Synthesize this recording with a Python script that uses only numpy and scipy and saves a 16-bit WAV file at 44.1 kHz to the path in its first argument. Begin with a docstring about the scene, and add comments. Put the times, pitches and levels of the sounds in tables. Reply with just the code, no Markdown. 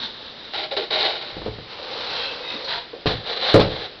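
"""A small room with a tiled floor, where a heavy wooden bench is shoved along, close by.
Its feet stick and slip: short shoves, a long slide and a last push grind through the boards,
with brief groans and a few light taps. The frame bumps, then knocks hard enough to overload
a microphone that rings near 4 kHz and passes little above 6 kHz. A faint hiss lies underneath."""
import sys
import numpy as np
from scipy import signal
from scipy.fft import rfft, irfft
from scipy.io import wavfile
from scipy.ndimage import uniform_filter1d

SR = 44100
rng = np.random.default_rng(int(sys.argv[2]) if len(sys.argv) > 2 else 0)


def int16_out(signal):
    """Quantize to a 16-bit WAV file."""
    q = np.round(np.clip(np.atleast_2d(signal).T, -1, 1) * 32767)
    wavfile.write(sys.argv[1], SR, q.astype(np.int16))


N = 176400
T = np.arange(N) / SR
TAIL = T[:SR // 2]  # time within one event or echo


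def undb(db):
    """Decibels to gain."""
    return np.exp(np.asarray(db) * np.log(10) / 20)


def unit(x):
    """Scale to rms 1."""
    return x / np.sqrt(np.mean(x ** 2))


def unit_onset(x):
    """Scale a hit so that its first 20 ms have rms 1."""
    return x / np.sqrt(np.mean(x[:SR // 50] ** 2))


def through(x, response):
    """Pass a sound through an impulse response."""
    return signal.oaconvolve(x, response)[:len(x)]


def colour(x, eq):
    """Minimum-phase EQ from (freq_hz, gain_db) points that keeps the power of white noise."""
    hz, db = np.array(eq, float).T
    size = 4096
    bins_hz = np.maximum(np.fft.rfftfreq(size, 1 / SR), 1)
    gain = undb(np.interp(np.log(bins_hz), np.log(hz), db))
    cepstrum = irfft(np.log(gain))
    cepstrum[1:size // 2] *= 2
    cepstrum[size // 2 + 1:] = 0
    response = irfft(np.exp(rfft(cepstrum)))
    return through(x, response / np.linalg.norm(response))


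def resonate(x, hz, width_hz):
    """One resonance, applied twice for steep skirts."""
    b, a = signal.iirpeak(hz, hz / width_hz, fs=SR)
    return signal.lfilter(b, a, signal.lfilter(b, a, x))


def wander(rate_hz):
    """Smooth random drift with rms 1."""
    span = max(int(SR / rate_hz), 2)
    return unit(uniform_filter1d(uniform_filter1d(rng.standard_normal(N), span), span))


def fade(t60_s):
    """Exponential decay from time zero."""
    return np.exp(-np.log(1000) * TAIL / t60_s)


def burst(t60_s):
    """A dying burst of noise."""
    return rng.standard_normal(len(TAIL)) * fade(t60_s)


def add(out, start_s, x):
    """Mix a sound in at its start time."""
    i = int(start_s * SR)
    out[i:i + len(x)] += x[:N - i]


# Tone of the noise bed: freq_hz, gain_db
HISS_EQ = [(20, -10.5), (60, -4), (200, -4.5), (480, 1), (1000, -7), (2500, -7.5), (3950, -3), (5000, -10),
           (6200, -37)]


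def hiss():
    """A faint, steady bed of noise."""
    return undb(-42) * colour(rng.standard_normal(N), HISS_EQ)


def room(x, t60_s=.48, predelay_s=.012, wet_db=-12):
    """Tiles and walls add diffuse reflections to the direct sound."""
    reverb = burst(t60_s) * (TAIL > predelay_s)
    return x + undb(wet_db) * through(x, reverb / np.linalg.norm(reverb))


def friction(slips_per_s=2200, spread_db=4, smooth_db=-1, judder_hz=70, judder_db=1):
    """The grain of wood on tile: tiny uneven slips over smooth rubbing, under juddering pressure."""
    slips = (rng.random(N) < slips_per_s / SR) * rng.choice([-1, 1], N)
    sizes = undb(spread_db * np.clip(rng.standard_normal(N), -2, 2))
    smooth = undb(smooth_db) * rng.standard_normal(N)
    pressure = undb(judder_db * wander(judder_hz))
    return unit((unit(slips * sizes) + smooth) * pressure)


# Fader curves of the opening rustle and the long slide: time_s, level_db
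RUSTLE_FADER = [(0, -32), (.02, -33), (.038, -25), (.06, -30), (.086, -39), (.2, -41), (.26, -38.5),
                (.33, -42.5), (.45, -39), (.51, -42), (.7, -61)]
SLIDE_FADER = [(1.2, -56), (1.28, -42), (1.335, -42), (1.36, -65), (1.44, -52), (1.456, -37.5), (1.5, -50),
               (1.66, -50), (1.708, -36.5), (1.8, -37), (1.99, -29.5), (2.14, -29.5), (2.23, -29.5),
               (2.42, -35.5), (2.54, -32), (2.58, -37), (2.68, -36), (2.85, -64)]
# Tone of each contact: freq_hz, gain_db
RUSTLE_EQ = [(24, -49.5), (40, -21.5), (135, -21), (237, -6.5), (275, -18), (690, -19.5), (887, -9),
             (1290, -15.5), (1560, -9.5), (2530, -19.5), (3840, 0), (5960, -31.5), (7750, -60.5),
             (13100, -120)]
SLIDE_EQ = [(40, -23), (100, -17), (200, -14), (318, -12), (500, -3), (620, -6), (816, -3.5), (1350, -7.5),
            (2400, -9), (3200, -7), (4000, -1), (4800, -10), (5400, -17), (6100, -33)]


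def rubbing(grain):
    """Continuous friction: a light rustle first, later the long slide."""
    out = np.zeros(N)
    for fader, eq in (RUSTLE_FADER, RUSTLE_EQ), (SLIDE_FADER, SLIDE_EQ):
        times, db = np.array(fader).T
        level = undb(np.interp(T, times, db, left=-100, right=-100))
        out += colour(grain * level, eq)
    return out


# Wood resonances: pitch_hz, width_hz, peak_s, spread_s, level_db
BOARD_RESONANCES = [(720, 260, 1.06, .055, -29.5), (420, 160, .8, .025, -32), (500, 330, 1.88, .12, -40),
                    (520, 110, 2.64, .04, -39), (900, 220, 2.74, .04, -38), (500, 100, 2.28, .25, -40),
                    (1530, 110, 2.25, .08, -42), (2650, 180, 2.24, .08, -36), (3190, 140, 2.25, .07, -33.5),
                    (4050, 400, 2.23, .08, -35), (2020, 80, 2.52, .05, -42), (2570, 120, 2.5, .06, -42),
                    (3740, 140, 2.51, .045, -32.5), (520, 70, 3.42, .1, -38)]


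def singing_boards():
    """Friction excites resonances in the boards that swell and fade as the feet slide."""
    grain, out = friction(), np.zeros(N)
    for hz, width, peak, spread, db in BOARD_RESONANCES:
        swell = np.exp(-.5 * ((T - peak) / spread) ** 2)
        out += undb(db) * swell * unit(resonate(grain, hz, width))
    return out


# Light catches of a leg: start_s, pitch_hz, width_hz, level_db
LEG_TAPS = [(2.537, 270, 150, -38), (2.644, 4150, 600, -32), (2.931, 450, 220, -32.5)]


def leg_taps():
    """A leg catches on the tiles with a hollow tap or a thin tick."""
    out = np.zeros(N)
    for start, hz, width, db in LEG_TAPS:
        tap = resonate(burst(t60_s=.17), hz, width)
        add(out, start, undb(db) * unit_onset(tap))
    return out


# Groaning notes: start_s, length_s, pitch_hz, level_db
FOOT_GROANS = [(.716, .04, 590, -25), (.766, .045, 440, -24), (.775, .04, 660, -28)]


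def foot_groans(ramp_s=.008, sag_hz_per_s=1500, wobble_depth=.025, drop_db=-9):
    """Regular stick-slip gives a short, rough note that sags as the foot slows."""
    out = np.zeros(N)
    wobble = 1 + wobble_depth * wander(rate_hz=200)
    for start, length, hz, db in FOOT_GROANS:
        pitch = hz - sag_hz_per_s * np.minimum(TAIL, length)
        pitch *= wobble[int(start * SR):][:len(TAIL)]
        tone = np.sqrt(2) * np.sin(2 * np.pi * np.cumsum(pitch) / SR)
        gate = np.clip(np.minimum(TAIL, length + ramp_s - TAIL) / ramp_s, 0, 1)
        level = undb(db + drop_db * np.minimum(TAIL / length, 1))
        add(out, start, gate * level * tone)
    return out


# Scrape cues: start_s, attack_s, hold_s, release_s, level_db, swell_db
FIRST_SHOVES = [(.531, .004, 0.11, 0.04, -27, -1), (.708, .007, .01, .07, -27, 0.5),
                (.765, .002, .02, 0.13, -22, -3.5), (.815, 0.0057, .028, 0.01, -28.5, -4),
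                (.902, .007, .145, 0.21, -22, 2), (1.195, 0.024, 0.013, 0.55, -32.5, -1.5)]
SHORT_DRAG = [(2.665, 0.042, .058, .085, -25, 0)]
LAST_PUSH = [(3.06, .005, .05, .16, -24.5, -2), (3.225, .065, .085, .07, -25, -1),
             (3.375, .06, .06, .18, -22, 4), (3.595, 0.0089, 0.017, .08, -24, 0),
             (3.68, .04, .14, .05, -31, -1)]
# Tone of each move: freq_hz, gain_db
SHOVE_EQ = [(24, -56), (40, -28.5), (205, -27), (263, -28.5), (346, -7.5), (392, -10.5), (435, -4.5),
            (548, -13.5), (621, 1), (690, -12.5), (799, -1.5), (925, -15), (1140, -11.5), (1240, -28),
            (1350, -10), (1630, -14), (2090, -10), (2690, -15), (2990, -8), (3460, -10), (3840, -1.5),
            (5040, -18.5), (5960, -39), (7750, -72), (13100, -120)]
DRAG_EQ = [(24, -44), (40, -14.5), (82, -28), (181, -15), (263, -28.5), (392, -11), (634, -12.5),
           (690, 1.5), (750, -14.5), (944, -0.5), (1070, -13.5), (1700, -7.5), (2370, -14), (4000, -3.5),
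           (4830, -14.5), (5960, -37.5), (7750, -67), (13100, -120)]
PUSH_EQ = [(24, -63), (40, -22), (143, -31), (232, -15.5), (280, -29), (353, -12.5), (514, -1), (571, -9),
           (799, -4.5), (964, -15.5), (1050, -11), (1240, -13), (1730, -10.5), (2580, -16), (4000, -2),
           (5960, -36), (7750, -74), (13100, -120)]


def scrapes(grain):
    """Each scrape breaks loose, swells or eases while the push lasts, and dies away."""
    out = np.zeros(N)
    for cues, eq in (FIRST_SHOVES, SHOVE_EQ), (SHORT_DRAG, DRAG_EQ), (LAST_PUSH, PUSH_EQ):
        power = np.zeros(N)
        for start, attack, hold, release, db, swell_db in cues:
            rise = np.clip(TAIL / attack, 0, 1)
            held_db = db + swell_db * np.clip((TAIL - attack) / hold, 0, 1)
            fall_db = 20 * np.maximum(TAIL - attack - hold, 0) / release
            add(power, start, (rise * undb(held_db - fall_db)) ** 2)
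        out += colour(grain * np.sqrt(power), eq)
    return out


# Blows on the frame: start_s, thud_db, crack_db, boom_db
FRAME_HITS = [(1.324, -62, -65, -42), (1.368, -33, -60, -34), (1.418, -35, -55, -37),
              (1.462, -25, -42, -33), (1.481, -28, -60, -37), (1.586, -39, -60, -43),
              (3.058, -21, -24, -28), (3.065, -24, -21, -28), (3.102, -31.5, -33, -28),
              (3.543, -3.5, -21, -23), (3.561, -11, -25, -26), (3.577, -16, -33, -25),
              (3.596, -17, -19, -20), (3.611, -18, -27, -31), (3.733, -32, -50, -40)]
# Ringing modes of the frame: pitch_hz, level_db, t60_s
FRAME_MODES = [(108.9, -14, .35), (180, -11, .27), (228, -11, .22), (334, 0, .13), (434, 0, .22),
               (501, -1, .21), (558, -3, .2), (625, -12, .22), (703, -12, 0.22), (851, -12, .22),
               (1020, -13.5, 0.13), (1244, -18, 0.15)]
# Tone of each layer of a knock: freq_hz, gain_db
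PUNCH_EQ = [(30, -16), (70, -9), (150, -3), (300, 0), (450, -1), (750, -13), (1500, -30), (6000, -60)]
CHATTER_EQ = [(30, -13), (60, -7), (110, 0), (190, 0), (250, -5), (340, -0.5), (540, 0), (780, -3),
              (1000, -11), (1600, -19), (3000, -35), (6000, -61)]
CRACK_EQ = [(60, -16), (300, -6.5), (600, 1), (1000, 0), (1500, -1), (2100, -6), (2900, -2.5), (3900, 0),
            (4600, -4.5), (5500, -16), (6200, -41)]
BOOM_EQ = [(20, -8), (50, -2), (75, -5), (105, 0), (180, -8), (300, -17), (800, -37), (6000, -78.5)]


def frame_knocks(punch_db=-8, ring_db=-4.5, chatter_db=-3):
    """A blow layers a thud (blunt punch, ringing frame, dull chatter), a rattling crack and a low boom."""
    thuds, cracks, booms = np.zeros((3, N))
    punch = colour(signal.unit_impulse(len(TAIL)), PUNCH_EQ)
    ring = sum(undb(db) * np.sin(2 * np.pi * hz * TAIL) * fade(t60) for hz, db, t60 in FRAME_MODES)
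    body = undb(punch_db) * unit_onset(punch) + undb(ring_db) * unit_onset(ring)
    for start, thud_db, crack_db, boom_db in FRAME_HITS:
        chatter = undb(chatter_db) * unit_onset(colour(burst(t60_s=.06), CHATTER_EQ))
        add(thuds, start, undb(thud_db) * (chatter - body))
        add(cracks, start, undb(crack_db) * burst(t60_s=.2))
        add(booms, start, undb(boom_db) * burst(t60_s=.36))
    return thuds + colour(cracks, CRACK_EQ) + colour(booms, BOOM_EQ)


def scene():
    """The bench scrapes, slides and knocks in the room, over a faint hiss, in mono."""
    scrape_grain, rub_grain = friction(), friction()
    shoving = scrapes(scrape_grain) + foot_groans()
    sliding = rubbing(rub_grain) + singing_boards()
    return (hiss() + room(shoving + sliding + leg_taps() + frame_knocks()))[None]


def record(dry, band_hz=6110, ceiling=.705, top_hz=15800):
    """A narrow-band microphone overloads, rounding the loudest peaks off flat."""
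    narrow = signal.sosfilt(signal.ellip(8, .3, 70, band_hz, fs=SR, output="sos"), dry)
    saturated = narrow / (1 + (narrow / ceiling) ** 8) ** (1 / 8)
    return signal.sosfilt(signal.ellip(8, .1, 70, top_hz, fs=SR, output="sos"), saturated)


dry = scene()
out = record(dry)
int16_out(out)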